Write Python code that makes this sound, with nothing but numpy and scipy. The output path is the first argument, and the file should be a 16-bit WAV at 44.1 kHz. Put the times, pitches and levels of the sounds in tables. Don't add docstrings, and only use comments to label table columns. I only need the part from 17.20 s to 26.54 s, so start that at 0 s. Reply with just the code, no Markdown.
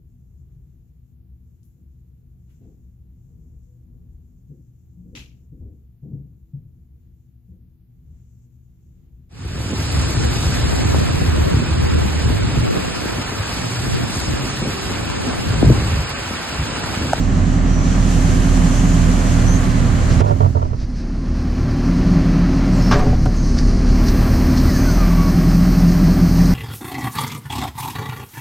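import sys
import numpy as np
from scipy import signal
from scipy.fft import rfft, irfft, next_fast_len
from scipy.io import wavfile
from scipy.ndimage import uniform_filter1d, minimum_filter1d, map_coordinates

SR = 44100
rng = np.random.default_rng(int(sys.argv[2]) if len(sys.argv) > 2 else 0)


def master_out(mix):
    frames = np.transpose(np.atleast_2d(mix))
    ceiling = np.clip(frames, -1, 1)
    pcm = np.round(ceiling * 32767).astype(np.int16)
    wavfile.write(sys.argv[1], SR, pcm)


N = 411894
TIME = np.arange(N) / SR
FFT_SIZE = next_fast_len(N, True)
BINS = np.fft.rfftfreq(FFT_SIZE, 1 / SR)


def gain_of(db):
    return 10 ** (np.asarray(db) / 20)


def evened(x):
    return x / np.sqrt(np.mean(x ** 2) + 1e-20)


def curve(rows, order=1):
    columns = np.transpose(rows)
    return np.interp(TIME, columns[0], columns[order])


def colour(x, spectrum):
    hz, db = np.transpose(spectrum)
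    octave, points = np.log2(BINS + 1), np.log2(hz + 1)
    outside = abs(octave - np.clip(octave, points[0], points[-1]))
    response = gain_of(np.interp(octave, points, db) - 60 * outside)
    return irfft(rfft(x, FFT_SIZE) * response, FFT_SIZE)[:N]


def noise(spectrum):
    return evened(colour(rng.standard_normal(N), spectrum))


def wander(per_s):
    knots = rng.standard_normal(4000)
    coarse = TIME[::64]
    drift = map_coordinates(knots, [coarse * per_s], mode="wrap")
    return np.interp(TIME, coarse, evened(drift))


def gritty(depth_db, per_s):
    return evened(gain_of(depth_db * np.clip(wander(per_s), -2, 2)))


def placed(mid, pan, side=0):
    return np.array([mid, pan * mid + side])


# pitch_hz, side_relative_to_mid_db
DIFFUSE = [(40, -20), (100, -4), (280, -13), (650, -1), (1300, 0.5), (3000, -6), (6700, 1), (15000, 1)]


def in_cab(spectrum, pan):
    return placed(noise(spectrum), pan, colour(noise(spectrum), DIFFUSE))


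def shifted(before, after):
    share = np.clip(curve([(3.0, 0.0017), (3.6, 1)]), 0, 1)
    return np.sqrt(1 - share) * before + np.sqrt(share) * after


def echoed(x, count=14):
    delays_s = rng.uniform(.004, .03, count)
    echoes = sum(rng.choice([-1, 1]) * np.roll(x, round(s * SR), axis=-1) for s in delays_s)
    return .95 * x + .3 * echoes / np.sqrt(count)


def blows(rows, rise_s):
    envelope = np.zeros(N)
    for s, db, t60 in rows:
        start = round(s * SR)
        age = TIME[:min(round(2 * t60 * SR), N - start)]
        envelope[start:][:len(age)] += gain_of(db - 60 * age / t60) * (1 - np.exp(-age / rise_s))
    return envelope


def ringing(hits, hz, t60, scatter_db=2.0, rise_s=0.00062, detune=.012):
    out, age = np.zeros(N), TIME[:round(1.5 * t60 * SR)]
    for s, db in hits:
        hit_db = db + scatter_db * rng.standard_normal()
        envelope = gain_of(hit_db - 60 * age / t60) * (1 - np.exp(-age / rise_s))
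        hit_hz = hz * (1 + detune * rng.standard_normal())
        tone = np.sin(2 * np.pi * (hit_hz * age + rng.random()))
        out[round(s * SR):][:len(age)] += envelope * tone
    return out


def tones(orders, firings, waver, waver_per_s):
    out = 0
    for multiple, db in orders:
        strength = gain_of(db) * (1 + waver * wander(waver_per_s))
        out = out + strength * np.sqrt(2) * np.sin(2 * np.pi * (multiple * firings + rng.random()))
    return out


# opens_s, closes_s, hiss_db, fizz_db (before its trim)
VALVES = [(.55, 2.3, -39.5, -59), (.78, 1.68, -40, -49), (1.45, 2.59, -46, -50.5), (1.6, 3.43, -44.5, -53),
          (4.1, 6.3, -54, -65), (5.5, 5.86, -38.5, -54), (6.14, 9.6, -41.5, -70), (6.74, 9.6, -42, -45.5),
          (7.35, 7.85, -38, -48.5), (9.05, 9.6, -38, -47.5)]
SPOOL_TRAVEL_S = 0.27
IDLE_HISS_DB, IDLE_FIZZ_DB = -42, -72


def oil_flow(order):
    power = 0
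    for row in VALVES:
        inside_s = np.minimum(TIME - row[0], row[1] - TIME)
        opening = np.clip(inside_s / SPOOL_TRAVEL_S + .5, 0, 1)
        power = power + (gain_of(row[order]) * opening ** 2) ** 2
    return np.sqrt(power)


# pitch_hz, level_db_per_hz
FIZZ_LATE = [(6500, -25), (8000, -3), (10000, -5), (11000, -16), (11600, -13), (12300, 1), (14000, 0),
             (15400, -2.5)]


def fizz(level_db=2.5, side_db=-2, pan=-0.36):
    early = in_cab([(7000, -12), (8200, -0.5), (10000, -1), (10800, -8), (13800, -10), (15000, -30)],
                   pan=-.15)
    top = [(12000, 0), (15400, -1)]
    mid = noise(FIZZ_LATE)
    side = pan * colour(mid, top) + gain_of(side_db - level_db) * noise(top)
    late = gain_of(level_db) * np.array([mid, side])
    return np.hypot(gain_of(IDLE_FIZZ_DB), oil_flow(order=3)) * shifted(early, late)


# pitch_hz, level_relative_to_hiss_db
SINGING = [(6056, -16), (6352, -21), (6708, -21), (7241, -23), (7348, -17.5), (7811, -21), (8457, -25),
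           (8726, -28), (9780, -25)]


def line_singing(drift_per_s=18):
    out = 0
    for hz, db in SINGING:
        turn = 2 * np.pi * hz * TIME
        band = wander(drift_per_s) * np.cos(turn) + wander(drift_per_s) * np.sin(turn)
        out = out + gain_of(db) * band
    return placed(out, pan=-.3)


# pitch_hz, level_db_per_hz
HISS_EARLY = [(2000, -8), (3000, -0.5), (3650, -6), (4400, -5.5), (4950, -6.5), (6000, -3), (7100, -2),
              (8500, -12), (10000, -19), (11500, -26), (13500, -40), (15200, -54)]
HISS_LATE = [(1760, -28), (3000, -26), (3480, -22), (4180, 2), (4970, 3), (6280, 0), (7460, -12),
             (9440, -14), (10500, -18), (11100, -21), (11400, -23), (11800, -24), (15300, -51),
             (22000, -120)]


def valve_hiss(flutter_db=0.8):
    early = in_cab(HISS_EARLY, pan=-0.033) + line_singing()
    flow = shifted(early, in_cab(HISS_LATE, pan=0))
    level = np.hypot(gain_of(IDLE_HISS_DB), oil_flow(order=2)) * gain_of(flutter_db * wander(30))
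    return level * echoed(flow)


# start_s, level_db, length_s
SPURTS = [(2.492, -37, .04), (2.892, -35, 0.054), (2.984, -37, .035), (3.06, -35, 0.046),
          (3.576, -33.5, 0.086), (3.75, -34.5, 0.086)]
# pitch_hz, level_db_per_hz
SPURT = [(1000, -25), (1600, 7.5), (3200, -4.5), (4500, 5), (5800, 3.5), (7500, -12), (11000, -26),
         (15000, -42)]


def valve_spurts():
    envelope = sum(gain_of(db) * np.exp(-(2 * (TIME - s) / length - 1) ** 2)
                   for s, db, length in SPURTS)
    return placed(envelope * noise(SPURT), pan=0)


# start_s, length_s, first_pitch_hz, last_pitch_hz, width_hz, level_db
WHISTLES = [(.44, 0.38, 5820, 6020, 250, -42.5), (1.457, 0.37, 5700, 7300, 350, -41),
            (2.241, .16, 5850, 6560, 200, -34), (2.37, 0.11, 6550, 7700, 200, -49),
            (5.514, 0.13, 8700, 5630, 500, -48), (5.583, 0.18, 5400, 5290, 78, -35.5),
            (5.73, .09, 5600, 8800, 400, -50), (6.13, 0.22, 6400, 6050, 350, -44.5),
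            (7.481, 0.41, 6370, 5860, 230, -40)]


def whistles(side_share=.6, pure_width_hz=60, fade_share=0.56):
    out = np.zeros((2, N))
    for s, length, first_hz, last_hz, width_hz, db in WHISTLES:
        hz = np.linspace(first_hz, last_hz, round(length * SR))
        r = np.exp(-2 * np.pi * width_hz / SR)
        fuzz = rng.standard_normal((2, SR)) + 1j * rng.standard_normal((2, SR))
        fuzz = signal.lfilter([1], [1, -2 * r, r * r], fuzz)[:, -len(hz):]
        strength = fuzz / np.std(fuzz) + pure_width_hz / width_hz
        song = evened((strength * np.exp(2j * np.pi * np.cumsum(hz) / SR)).real)
        fade = signal.windows.tukey(len(hz), fade_share)
        out[:, round(s * SR):][:, :len(hz)] += song * gain_of(db) * fade
    return out * [[1], [side_share]]


# time_s, pitch_hz, level_db
SQUEAL = [(7.46, 2060, -52), (7.495, 1950, -33), (7.53, 1810, -39), (7.55, 1750, -33), (7.64, 1570, -43),
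          (7.69, 1465, -31), (7.745, 1340, -47), (7.775, 1280, -47), (7.795, 1245, -28.5),
          (7.83, 1195, -31), (7.86, 1165, -39), (7.97, 1140, -34.5), (8.06, 1122, -30), (8.14, 1110, -48)]
# pitch_hz, gain_db
SQUEAL_COLOUR = [(900, 0), (2400, 0), (2800, -14), (4200, -20)]


def squeal(overtone_db=-12, jitter=.007, jitter_per_s=120, flutter_db=2.6, flutter_per_s=55):
    hz = curve(SQUEAL) * (1 + jitter * wander(jitter_per_s))
    turn = 2 * np.pi * np.cumsum(hz) / SR
    sounding = (TIME > SQUEAL[0][0]) * (TIME < SQUEAL[-1][0])
    level = gain_of(curve(SQUEAL, order=2)) * sounding * gritty(flutter_db, flutter_per_s)
    tone = np.sqrt(2) * (np.sin(turn) + gain_of(overtone_db) * np.sin(2 * turn))
    return placed(colour(level * tone, SQUEAL_COLOUR), pan=0)


# start_s, length_s, level_db
MOAN = (6.15, 1.15, -35)
MOAN_ORDER = 10.93


def pump(speed, waver=0.22):
    s, length, db = MOAN
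    swell = np.sin(np.pi * np.clip((TIME - s) / length, 0, 1))
    moan = tones([(MOAN_ORDER, db)], np.cumsum(speed) / SR, waver, waver_per_s=10)
    return placed(swell * moan, pan=0)


# peak_s, level_db
TICKS = [(6.385, -29), (6.881, -25.5), (7.377, -27.5)]
# pitch_hz, level_db_per_hz
TICK = [(1000, -16), (1550, 3), (2300, -5), (3300, -8), (4500, 5), (5800, 4), (7300, -11), (11000, -29),
        (15000, -42)]
TICK_RISE_S, TICK_FALL_S = .011, .017


def ticks(grit_db=3, grit_per_s=400):
    envelope = 0
    for s, db in TICKS:
        distance = np.maximum((s - TIME) / TICK_RISE_S, (TIME - s) / TICK_FALL_S)
        envelope = envelope + gain_of(db) * np.exp(-distance)
    return placed(envelope * gritty(grit_db, grit_per_s) * noise(TICK), pan=0)


# start_s, hollow_ring_db, dull_contact_db, thump_db (before its trim)
KNOCKS = [(3.004, -24, -12.5, -9), (3.014, -20, -22, -28), (3.038, -22, -26, -24), (3.06, -21, -26, -28),
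          (3.082, -21, -25, -30), (3.095, -26, -29, -10), (3.108, -18, -22, -28), (3.157, -33, -33, -25),
          (3.175, -37, -33, -32), (3.204, -15.5, -21, -12), (3.226, -23, -27, -11), (3.243, -25, -29, -26),
          (3.258, -26, -29, -24), (3.349, -24, -31, -11.5), (3.368, -22, -30, -24), (3.392, -32, -38, -26),
          (3.416, -26, -32, -22), (3.426, -29, -32, -29), (3.449, -32, -38, -30), (3.505, -36, -37, -18),
          (3.53, -29.5, -31.5, -27), (3.613, -37, -42, -24)]
# pitch_hz, mid_db, side_db, t60_s
HOLLOW = [(346, -11, -17, 0.1), (430, -6.5, -12, 0.15), (490, -9, -10, .08), (588, -5, 2.5, .13),
          (655, -8.5, 3, 0.11), (735, -13.5, -1, 0.11), (905, -16, 0.5, 0.08), (977, -14, 1.5, 0.08),
          (1146, -23, -2, 0.08), (1270, -25, -9, .07), (1379, -17, -13, 0.09), (1790, -27, -22, 0.07),
          (1990, -29, -28, 0.06)]
# pitch_hz, level_db_per_hz
KNOCK_BODY = [(200, -1), (380, 5), (720, -5), (1000, -7), (1300, -14), (2000, -20), (3000, -23),
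              (6000, -31)]
KNOCK_T60_S = .055
THUMP_HZ, THUMP_SAG_HZ_PER_S, THUMP_RISE_S, THUMP_T60_S = 104, 36, 0.0087, .24


def knocks(thump_db=1, waver=0.3, waver_per_s=30, overtone=1.42, overtone_db=-8,
           grit_db=2.2, grit_per_s=260):
    hits = [row[:2] for row in KNOCKS]
    contact_hits = [(s, db, KNOCK_T60_S) for s, _, db, _ in KNOCKS]
    contact = blows(contact_hits, rise_s=0.0015) * noise(KNOCK_BODY)
    ring = 0
    for hz, mid_db, side_db, t60 in HOLLOW:
        mode = ringing(hits, hz, t60, scatter_db=2.5, rise_s=0.003, detune=.022)
        ring = ring + np.outer([gain_of(mid_db), -gain_of(side_db)], mode)
    push = blows([(s, db + thump_db, THUMP_T60_S) for s, *_, db in KNOCKS], THUMP_RISE_S)
    hz = THUMP_HZ - THUMP_SAG_HZ_PER_S * (TIME - KNOCKS[0][0])
    turn = 2 * np.pi * np.cumsum(hz) / SR + waver * wander(waver_per_s)
    thump = push * np.sqrt(2) * (np.sin(turn) + gain_of(overtone_db) * np.sin(overtone * turn))
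    return ring * gritty(grit_db, grit_per_s) + placed(contact + thump, pan=-0.51)


# start_s, sway_db, shudder_db, t60_s
JOLTS = [(3.3, -24, -21, 2.9), (5.72, -4, -14, 1.1), (6.2, -27, -13, 4), (7.62, -24, -18, 1.5)]
SWAY_HZ, JOLT_RISE_S = 14, 0.12


def rocking():
    sway = blows([(s, db, t60) for s, db, _, t60 in JOLTS], JOLT_RISE_S)
    sway = sway * np.sin(2 * np.pi * SWAY_HZ * TIME)
    shudder = blows([(s, db, t60) for s, _, db, t60 in JOLTS], JOLT_RISE_S)
    shudder = shudder * noise([(15, -9), (30, -1), (48, 1), (70, -8), (110, -17)])
    return placed(sway + shudder, pan=0)


# start_s, crash_db, crash_t60_s, ring_db, pin_clack_db,
# panel_db, thud_db, snap_db
CLUNKS = [(5.712, -12, .12, -19, -34, -25, -9, -27), (5.722, -20, .09, -20, -34, -27, -20, -40),
          (5.739, -22, 0.1, -25, -34, -22, -11, -42), (5.756, -32, .08, -30, -36, -21, -17, -50),
          (5.792, -26, .07, -28, -19, -25, -27, -36), (5.839, -40, .06, -40, -32, -24, -24, -55),
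          (5.864, -36, .08, -39, -17.5, -25, -13, -45), (5.897, -41, .06, -36, -26, -31, -32, -55),
          (5.931, -38, .04, -44, -16.5, -31, -36, -55), (6.057, -23.5, 0.05, -36, -16, -26, -12, -32)]
# pitch_hz, level_db_per_hz
CRASH = [(150, -39), (250, -21), (422, -6), (518, -14), (689, -9), (807, -9), (1160, -3.5), (1320, -10),
         (1540, -7.5), (2410, -17.5), (3200, -21.5), (5930, -21), (11000, -65), (14300, -85), (22000, -120)]
# pitch_hz, level_db_per_hz
CHATTER = [(300, -4), (420, 0), (760, -2), (900, -13), (1700, -17), (3000, -30)]
# start_s, length_s, first_hit_db, fall_db
RATTLE = (5.745, .17, -27.5, 7)
# pitch_hz, level_db, t60_s
STEEL = [(690, -10, 0.14), (868, -7, 0.18), (990, -4, 0.16), (1085, -7, 0.2), (1165, -4, .15),
         (1400, -9, .1), (1540, -8, .13), (1590, -8, 0.11), (1700, -11, .2), (1850, -10, .15),
         (2366, -15, .15)]
PIN = [(480, -8, .04), (640, -7, .04), (745, -1.5, .06), (1370, -14, .04), (1890, -24, 0.05)]
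PANELS = [(350, -8, .1), (415, -1, .22), (495, -13, .09), (576, -3, .27), (650, -13, .09), (732, -3.5, .27)]
THUD = [(121, 2, 0.215), (240, -6, 0.15)]


def clunks(count=16, scrape_db=-6, scrape_t60_s=.05, snap_t60_s=.015):
    times, _, _, ring_db, pin_db, panel_db, thud_db, snap_db = np.transpose(CLUNKS)
    start, length, first_db, fall_db = RATTLE
    progress = (np.arange(count) + rng.random(count)) / count
    rattle = [(start + length * u, first_db - fall_db * u) for u in progress]
    crash = blows([row[:3] for row in CLUNKS], rise_s=.0018) * noise(CRASH)
    snap = blows([(s, db, snap_t60_s) for s, db in zip(times, snap_db)], rise_s=.0003)
    snap = snap * noise([(2000, 0), (9000, -4), (14000, -16)])
    scrape = blows([(s, db + scrape_db, scrape_t60_s) for s, db in rattle], rise_s=.001)
    out = crash + snap + scrape * noise(CHATTER)
    struck = [(STEEL, [*zip(times, ring_db)]), (PIN, [*zip(times, pin_db)]),
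              (PANELS, [*zip(times, panel_db), *rattle]), (THUD, [*zip(times, thud_db)])]
    for modes, hits in struck:
        for hz, db, t60 in modes:
            mode_hits = [(s, hit_db + db) for s, hit_db in hits]
            out = out + ringing(mode_hits, hz, t60, detune=.009)
    return placed(out, pan=0)


BUILD_UP_S = 0.13


def shaken(speed, part):
    felt = np.interp(TIME - BUILD_UP_S, TIME, speed)
    strengths = [gain_of(db + swell_db * np.exp(-((felt - centre) / reach) ** 2))
                 for db, swell_db, centre, reach in part]
    return shifted(*strengths)


# pitch_hz, gain_db
WALLS = [(15, -2), (80, 0), (100, -4), (111, -7), (119, 1.5), (127, -3.5), (180, 2), (198, 1.5), (208, -2),
         (218, -4), (229, -2), (245, 0), (270, 1), (283, -4), (300, -7), (322, -2), (360, -2), (800, -1)]


def through_walls(orders, firings, waver):
    return colour(tones(orders, firings, waver, waver_per_s=5), WALLS)


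# multiple_of_firing_rate, level_relative_to_rumble_db (before the rumble's trim)
LOW_ORDERS = [(.5, -20), (.75, -14), (2, -5), (2.25, -15.5), (2.5, -17), (3, -6.5), (3.25, -14)]
# pitch_hz, level_db_per_hz
RUMBLE_EARLY = [(8, -24), (16, -10), (30, -7), (55, -10), (72, -0.5), (84, -4.5), (95, 5), (106, -3),
                (150, -6.5), (200, -30)]
RUMBLE_LATE = [(8, -20), (16, -7), (30, -5), (52, 0), (72, -1), (92, -5.5), (120, -1.5), (150, -2),
               (200, -19)]
# level_db, swell_db, centre_firings_per_s, reach_firings_per_s
FRAME_SHAKE = [(-19, 7, 37.93, 1.3), (-19.5, 5, 37.4, 1.36)]


def frame_rumble(speed, firings, rumble_db=-4.4):
    low = placed(through_walls(LOW_ORDERS, firings, waver=.15), pan=-.33)
    frame = shifted(in_cab(RUMBLE_EARLY, pan=-0.4), in_cab(RUMBLE_LATE, pan=-0.74))
    return shaken(speed, FRAME_SHAKE) * (low + gain_of(rumble_db) * frame)


# multiple_of_firing_rate, level_relative_to_boom_db (before the boom's trim)
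BOOM_ORDERS = [(3.75, -19.5), (4, -7.5), (4.25, -7.5), (4.5, -12), (4.75, -10.5)]
# pitch_hz, level_db_per_hz
BOOM = [(130, -14), (155, -8.5), (172, 3), (190, -2), (225, -26)]
# level_db, swell_db, centre_firings_per_s,
# reach_firings_per_s (the boom and drone column of ENGINE_LEVELS shifts the level)
AIR_SHAKE = [(-24.3, 5.4, 40.6, 2.1), (-26, 12.6, 41.26, 2.48)]


def cab_boom(speed, firings, boom_db=-4.0):
    air_tones = placed(tones(BOOM_ORDERS, firings, waver=0.25, waver_per_s=5), pan=-0.17)
    return shaken(speed, AIR_SHAKE) * (air_tones + gain_of(boom_db) * in_cab(BOOM, pan=-.15))


# multiple_of_firing_rate, level_relative_to_drone_db (before the drone's trim)
ORDERS = [(5, -13), (5.25, -11.5), (5.75, -6.8), (6.25, -7), (6.75, -4.5), (7, -15.5), (7.25, -13),
          (7.5, -15), (8, -22), (8.25, -20), (8.5, -28), (9, -16), (12, -29.5), (12.5, -27.5), (13.5, -26),
          (14.5, -26), (14.75, -25), (15.25, -28), (18, -26.5)]
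# pitch_hz, level_db_per_hz
DRONE_EARLY = [(170, -28), (210, -6.5), (255, 0.5), (285, -5.5), (320, -13.5), (358, -10.5), (390, -21.5),
               (520, -39)]
DRONE_LATE = [(170, -25), (210, -10.5), (255, -1), (290, -4.5), (325, -7), (365, -9.5), (410, -15.5),
              (520, -34.5)]
# level_db, swell_db, centre_firings_per_s,
# reach_firings_per_s (the boom and drone column of ENGINE_LEVELS shifts the level)
PANEL_SHAKE = [(-24.3, 2.3, 40.1, 1.3), (-25, 6.46, 38.94, 4.2)]


def panel_drone(speed, firings, drone_db=-6):
    panel_tones = placed(through_walls(ORDERS, firings, waver=.1), pan=-.2)
    panels = shifted(in_cab(DRONE_EARLY, pan=-0.24), in_cab(DRONE_LATE, pan=-.2))
    return shaken(speed, PANEL_SHAKE) * (panel_tones + gain_of(drone_db) * panels)


# pitch_hz, level_db_per_hz
CLATTER_EARLY = [(220, -26), (380, -3), (446, -8), (494, -0.5), (540, -9), (580, -2), (622, -5.5),
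                 (661, -3.5), (911, -10), (1100, -8), (1400, -11), (1730, -10.5), (2120, -14), (3650, -25),
                 (4200, -21.5), (5460, -31), (9240, -120)]
CLATTER_LATE = [(220, -28), (380, -4), (446, -9), (494, -2), (540, -10), (585, -3), (665, -3.5),
                (780, -5.5), (911, -9), (1120, -6.3), (1400, -11), (1730, -10.7), (2120, -13.7),
                (3650, -24.5), (4200, -21.5), (5460, -33), (9240, -120)]


def combustion_clatter(firings, knock_depth=0.28, uneven_db=0.55):
    bursts = evened(1 + knock_depth * np.exp(-(firings % 1) / 0.33))
    clatter = shifted(in_cab(CLATTER_EARLY, pan=-0.18), in_cab(CLATTER_LATE, pan=0))
    return bursts * gain_of(uneven_db * wander(25)) * echoed(clatter)


# time_s, firing_note_db, clatter_db (before its trim),
# cab_boom_and_drone_db; boom and drone duck briefly after the clunk
ENGINE_LEVELS = [(0, -19, -36.5, -0.5), (.8, -15, -33.5, -0.5), (2.3, -16, -32, -1), (3.0, -20, -33, -0.5),
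                 (3.55, -16, -38.5, -4.5), (3.85, -13, -37, 1.5), (4.4, -18, -34, -1), (4.9, -18, -34, -0.5),
                 (5.7, -15.5, -32.5, 0), (5.8, -17.5, -31.5, -5), (6.0, -17.5, -39.5, -4), (6.4, -13.5, -38, 0.5),
                 (6.9, -14, -32, 1.5), (7.5, -19, -32.5, 1.5), (7.8, -12.5, -31.5, -3), (8.2, -16.5, -33, 1.5),
                 (9.34, -17.5, -33.5, -1)]


def engine(speed, clatter_db=3.0):
    firings = np.cumsum(speed) / SR
    firing_note = placed(tones([(1, 0)], firings, waver=0.1, waver_per_s=12), pan=-0.14)
    throb = gain_of(curve(ENGINE_LEVELS)) * firing_note
    clatter = gain_of(curve(ENGINE_LEVELS, order=2) + clatter_db) * combustion_clatter(firings)
    cab = cab_boom(speed, firings) + panel_drone(speed, firings)
    return throb + clatter + frame_rumble(speed, firings) + gain_of(curve(ENGINE_LEVELS, order=3)) * cab


# time_s, firings_per_s
SPEED = [(0.0, 41.67), (1.0, 40.65), (2.5, 39.35), (3.3, 38.11), (3.75, 36.04), (4.1, 36.85), (4.8, 40.34),
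         (5.2, 40.06), (5.7, 40.12), (5.95, 35.56), (6.2, 35.51), (7.0, 37.01), (7.5, 38.05), (7.75, 41.16),
         (8.0, 42.21), (9.34, 40.2)]
# time_s, gain_db
DIP = [(3.009, 0), (3.019, -16), (3.034, -15), (3.05, -9.5), (3.2, -9.5), (3.4, -13.5), (3.7, -11.5),
       (4.8, -1)]
# time_s, width_factor
WIDTH = [(0, 1), (3.5, 1), (3.65, 0.33), (4, 0.038), (4.4, 0)]


def scene():
    speed = curve(SPEED)
    dip = gain_of(curve(DIP))
    oil = valve_hiss() + valve_spurts() + whistles() + squeal()
    dipped = dip * (oil + pump(speed) + engine(speed))
    mid, side = dipped + ticks() + knocks() + rocking() + clunks()
    fizz_mid, fizz_side = dip * fizz()
    mid, side = mid + fizz_mid, side * curve(WIDTH) + fizz_side
    return np.array([mid + side, mid - side])


EDGE_HZ = 15400


def record(dry):
    room = np.minimum(1, .92 / (abs(dry).max(axis=0) + 1e-9))
    gain = uniform_filter1d(minimum_filter1d(room, size=300), size=300)
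    low_pass = signal.firwin(511, EDGE_HZ, window=("kaiser", 9), fs=SR)
    return signal.oaconvolve(dry * gain, low_pass[None], "same")


dry = scene()
out = record(dry)
master_out(out)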